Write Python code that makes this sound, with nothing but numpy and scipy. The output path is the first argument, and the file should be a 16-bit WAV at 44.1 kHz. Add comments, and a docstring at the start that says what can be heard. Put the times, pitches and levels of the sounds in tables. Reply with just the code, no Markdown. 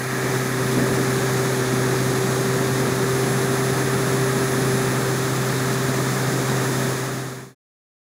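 """Toy air conditioner, close up

One microphone close to a small brush motor that spins a three-blade fan in a plastic housing.
The rotor hums as sines locked to the shaft; the blades churn the air as coloured, pulsing noise.
The brushes hiss as noise at the segment edges, and whine and now and then squeal on high shaft multiples.
The sound swells in the first second with a few gusts, a dry rasp dies away, the draught eases a little,
and all fades to silence."""
import sys
import numpy as np
from scipy import signal
from scipy.fft import rfft, irfft, next_fast_len
from scipy.io import wavfile

SR = 44100
rng = np.random.default_rng(int(sys.argv[2]) if len(sys.argv) > 2 else 0)


def output_pcm(signal):
    """Save a mono or channel-first signal as 16-bit PCM at the path in sys.argv[1].

    Samples are clipped to [-1, 1] before scaling.
    """
    pcm = np.clip(np.atleast_2d(signal).T, -1, 1) * 32767
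    wavfile.write(sys.argv[1], SR, np.round(pcm).astype(np.int16))


N = 355225
TIME = np.arange(N) / SR  # seconds

# Shaft speed. Each row: time in seconds, turns a second in Hz.
SHAFT_SPEED = [(0.0, 128.94), (0.63, 128.2), (0.74, 129.02), (1.23, 129.67), (1.27, 129.22), (1.46, 129.5),
               (1.66, 128.03), (2.01, 128.66), (2.1, 128.13), (2.54, 129.69), (2.99, 129.55),
               (3.44, 130.69), (4.62, 130.55), (4.66, 130.27), (5.51, 130.02), (6.45, 130.69),
               (7.11, 130.08), (7.5, 130.26)]
# Swell of the treble, which every layer but the gusts follows by its own amount; only the distance below
# the last row counts. Each row: time in seconds, level in dB.
TREBLE_SWELL = [(0.0, -39.5), (0.342, -34.5), (0.482, -36.5), (0.79, -34), (1.4, -34)]
# Gusts of the fan's draught on the microphone. Each row: peak time in seconds, peak level in dB, decay in seconds.
DRAUGHT_GUSTS = [(.26, -29, .05), (.785, -19.5, .1), (1.0, -28.5, .07)]
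# Colour of a gust. Each row: frequency in Hz, relative density in dB per Hz.
GUST_COLOUR = [(40, -26), (110, -14.5), (180, -9), (270, -2), (360, -8.5), (480, -10), (700, -23.5),
               (2000, -54.5)]
# Colour of the dry bearing rasp. Each row: frequency in Hz, relative density in dB per Hz.
RASP_COLOUR = [(600, -33.5), (1350, -14), (1650, 6), (1850, 3), (2080, -3), (2330, -1.5), (2600, -14.5),
               (3000, -19.5), (6000, -39)]
# Colour of the brush hiss. Each row: frequency in Hz, relative density in dB per Hz.
HISS_COLOUR = [(1500, -19), (2850, -6), (3200, -3), (3600, 3.5), (4500, -.5), (5700, -0.5), (7000, -2),
               (8000, -3), (9700, -3.5), (11000, -8), (12000, -10), (14500, -11), (15700, -11.5)]
# Brush tones. Each row: multiple of the shaft speed, level in dB while the brushes drag, level in dB when they run free.
BRUSH_TONES = [(39, -54, -53), (42, -55, -55), (46, -53, -51), (47, -49, -51), (49, -49, -51),
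               (50, -53, -49), (51, -51, -53), (52, -50, -50), (53, -54, -55), (55, -53, -50),
               (57, -55, -48), (58, -55, -58), (60, -57, -56), (75, -53, -52), (81, -55, -49),
               (83, -49, -46), (84, -46.5, -48.5), (87, -49, -55), (90, -56, -59), (99, -60, -59),
               (102, -62, -57), (106, -63, -58), (108, -58, -59), (111, -56, -56), (114, -57, -53),
               (117, -56, -56)]
# Faint buzz on all other multiples. Each row: frequency in Hz, level of one tone in dB before the buzz trim.
BUZZ_LEVELS = [(3500, -61.5), (5000, -59.5), (6800, -59.5), (8000, -68), (9400, -66), (11200, -59.5),
               (12300, -64), (13800, -63.5), (15600, -60.5)]
# A brush squeals on one multiple. Each row: start in seconds, length in seconds, multiple of the shaft speed,
# rise above its usual level in dB.
BRUSH_SQUEALS = [(-.3, .6, 81, 9), (-.3, 1.2, 111, 4.5), (.9, 1.9, 51, 6.5), (1.4, 1.3, 84, 3.5),
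                 (1.75, .9, 58, 7), (3.05, 2.0, 81, 8), (6.7, 1.1, 51, 7)]
# Colour of the air churned by the blades. Each row: frequency in Hz, relative density in dB per Hz.
CHURN_COLOUR = [(10, -46.5), (35, -20.5), (50, -13), (70, -14), (100, -7), (160, 0), (250, 0), (350, -2.5),
                (500, -6), (800, -15), (1500, -27), (4000, -55)]
# Colour of the air rushing through the housing. Each row: frequency in Hz, relative density in dB per Hz.
HOUSING_COLOUR = [(150, -19.5), (450, -4.5), (680, -1), (950, -2), (1100, -1), (1270, 2), (1470, -3),
                  (1620, 0.5), (1820, 0), (2050, -5.5), (2450, -8.5), (2850, -17), (4000, -25.5),
                  (9000, -50.5)]

DRAG_HZ, FREE_HZ = 128.8, 130.3  # shaft speeds with dragging and with free brushes
EASE_AT_S, EASE_S = 5.03, 0.27  # the draught eases once: when, and how long it takes
SQUEAL_ATTACK_S, SQUEAL_RELEASE_S = 0.3, 0.32
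BAND_LIMIT_HZ = 15750


def gain_of(db):
    """Decibels to amplitude."""
    return 10 ** (np.asarray(db) / 20)


def evened(x):
    """Scales to an rms of one."""
    return x / np.sqrt(np.mean(x ** 2) + 1e-20)


def follow(rows):
    """A time table, drawn as straight lines at every sample."""
    return np.interp(TIME, *np.transpose(rows))


def read(points, hz):
    """A frequency table, read in dB on a log-frequency axis."""
    f, value = np.transpose(points)
    return np.interp(np.log(hz + 1), np.log(f + 1), value)


def ramp(start, length):
    """Goes from zero to one over length seconds."""
    return np.clip((TIME - start) / length, 0, 1)


def wander(hz):
    """Slow chance of rms one, with changes mostly up to about hz."""
    size = 2048
    f = np.fft.rfftfreq(size, TIME[-1] / size)
    lowpass = (f > 0) / (1 + (f / hz) ** 2)
    slow = irfft(rfft(rng.standard_normal(size)) * lowpass)
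    return np.interp(TIME, np.linspace(0, TIME[-1], size), evened(slow))


def noise(colour_table, envelope):
    """Noise that pulses with the envelope, then takes the colour of the table, at an rms of one."""
    size = next_fast_len(N)
    colour = gain_of(read(colour_table, np.fft.rfftfreq(size, 1 / SR)))
    spectrum = rfft(envelope * rng.standard_normal(N), size)
    return evened(irfft(spectrum * colour, size)[:N])


def tone(turns, multiple, level_db):
    """A sine locked to the shaft, at an rms level in dB and a random phase."""
    cycles = round(multiple) * turns + rng.random()
    return np.sqrt(2) * gain_of(level_db) * np.sin(2 * np.pi * cycles)


def swell():
    """Decibels relative to the settled level: below zero at first, then zero."""
    return follow(TREBLE_SWELL) - TREBLE_SWELL[-1][1]


def shaft():
    """Turns made so far; uneven friction makes the speed flutter slightly."""
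    flutter = 0.00013 * wander(10)  # fraction of the speed
    return np.cumsum(follow(SHAFT_SPEED) * (1 + flutter)) / SR


def gusts(rise_s=0.04):
    """The draught buffets the microphone: each gust builds quickly and trails away."""
    push = np.zeros(N)
    for peak_s, peak_db, decay_s in DRAUGHT_GUSTS:
        before = (peak_s - TIME) / rise_s
        after = (TIME - peak_s) / decay_s
        push += gain_of(peak_db) * np.exp(-np.where(TIME < peak_s, before, after))
    return noise(GUST_COLOUR, 1) * push


def bearing(turns, rasp_db=-32.5, settle_db_per_s=6.5, settled_db=-56.0, wobble=0.33, rasp_swell=0.6):
    """The shaft rubs one side of its bearing on every turn, a rasp that settles to a faint remainder."""
    dying = gain_of(rasp_db + rasp_swell * swell() - settle_db_per_s * TIME)
    rubbing = 1 + wobble * np.sin(2 * np.pi * turns)
    return noise(RASP_COLOUR, rubbing) * (dying + gain_of(settled_db))


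def brush_hiss(turns, hiss_db=-34.0, scrape=0.27, grit_db=4.5, flicker_db=0.48, hiss_swell=0.9):
    """The brushes scrape harder at each of the six segment edges that pass in a turn."""
    edges = 6 * turns
    edge = edges.astype(int)
    worn = rng.uniform(0.5, 1.5, size=6)  # each segment is worn differently
    grit = gain_of(grit_db * rng.standard_normal(N)[edge])  # one draw for each passing edge
    strength = worn[edge % len(worn)] * grit
    scraping = 1 + scrape * strength * np.exp(-(edges % 1) / 0.3)
    flicker = gain_of(flicker_db * wander(40))
    return noise(HISS_COLOUR, scraping * flicker) * gain_of(hiss_db + hiss_swell * swell())


def squeal(multiple):
    """Decibels that one brush tone gains as a squeal builds, holds and lets go."""
    gained_db = 0
    for start, length, squealing, rise_db in BRUSH_SQUEALS:
        if squealing == multiple:
            release = ramp(start + length - SQUEAL_RELEASE_S, SQUEAL_RELEASE_S)
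            gained_db = gained_db + rise_db * ramp(start, SQUEAL_ATTACK_S) * (1 - release)
    return gained_db


def brush_whine(turns, buzz_db=-2.0, whine_swell=0.55, shimmer_db=0.6, drift_db=1.4, drift_hz=0.6):
    """Segment edges repeat every turn and ring the brush springs: high multiples whose balance shifts with the drag."""
    free = np.clip((follow(SHAFT_SPEED) - DRAG_HZ) / (FREE_HZ - DRAG_HZ), 0, 1)
    whine = np.zeros(N)
    for multiple, drag_db, free_db in BRUSH_TONES:
        usual_db = drag_db + free * (free_db - drag_db)
        whine += tone(turns, multiple, usual_db + squeal(multiple) + drift_db * wander(drift_hz))
    named = {round(row[0]) for row in BRUSH_TONES}
    for multiple in range(32, 121):
        if multiple not in named:
            faint_db = read(BUZZ_LEVELS, multiple * FREE_HZ) + buzz_db
            whine += tone(turns, multiple, faint_db + drift_db * wander(drift_hz))
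    return whine * gain_of(whine_swell * swell() + shimmer_db * wander(30))


def air(turns, churn_db=-26.0, housing_db=-28.5, swirl=0.068, lumps_db=0.64, flicker_db=0.5,
        churn_swell=1.6, housing_swell=0.51, churn_ease_db=0.96, rush_ease_db=0.5, rush_db_per_hz=0.43):
    """Lumpy turbulence swells once a turn, over a steadier rush through the housing that grows with the speed."""
    eased = ramp(EASE_AT_S, EASE_S)
    pulsing = 1 + swirl * np.cos(2 * np.pi * turns)
    churn_level_db = churn_db + churn_swell * swell() - churn_ease_db * eased
    churn = noise(CHURN_COLOUR, pulsing * gain_of(lumps_db * wander(20))) * gain_of(churn_level_db)
    speed_db = rush_db_per_hz * (follow(SHAFT_SPEED) - FREE_HZ)
    rush_level_db = housing_db + housing_swell * swell() - rush_ease_db * eased + speed_db
    rush = noise(HOUSING_COLOUR, gain_of(flicker_db * wander(25))) * gain_of(rush_level_db)
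    return churn + rush


def hum(turns, imbalance_db=-26.0, twice_db=-36.4, blades_db=-27.0,
        waver_db=0.35, twice_waver_db=2.1, blade_waver_db=0.45,
        rotor_swell=1.2, blade_swell=1.6, ease_db=4.0):
    """The unbalanced rotor shakes the case; each blade pushes a puff of air, weaker once the draught eases."""
    rotor_swell_db = rotor_swell * swell()
    once = tone(turns, 1, imbalance_db + rotor_swell_db + waver_db * wander(4))
    twice = tone(turns, 2, twice_db + rotor_swell_db + twice_waver_db * wander(7))
    puff_db = blades_db + blade_swell * swell() - ease_db * ramp(EASE_AT_S, EASE_S)
    puffs = tone(turns, 3, puff_db + blade_waver_db * wander(3.9))  # three blades a turn
    return once + twice + puffs


def scene():
    """Everything turns with one shaft; both channels carry the same sound."""
    turns = shaft()
    draught = gusts() + air(turns)
    motor = bearing(turns) + brush_hiss(turns) + brush_whine(turns) + hum(turns)
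    fan = draught + motor
    return np.array([fan, fan])


def record(dry, fade_start=6.843, fade_end=7.548):
    """A straight fade to silence between two times in seconds, then the band limit."""
    faded = dry * np.clip((fade_end - TIME) / (fade_end - fade_start), 0, 1)
    lowpass = signal.firwin(1501, BAND_LIMIT_HZ, window=("kaiser", 9), fs=SR)
    return signal.oaconvolve(faded, lowpass[None], "same")


dry = scene()
out = record(dry)
output_pcm(out)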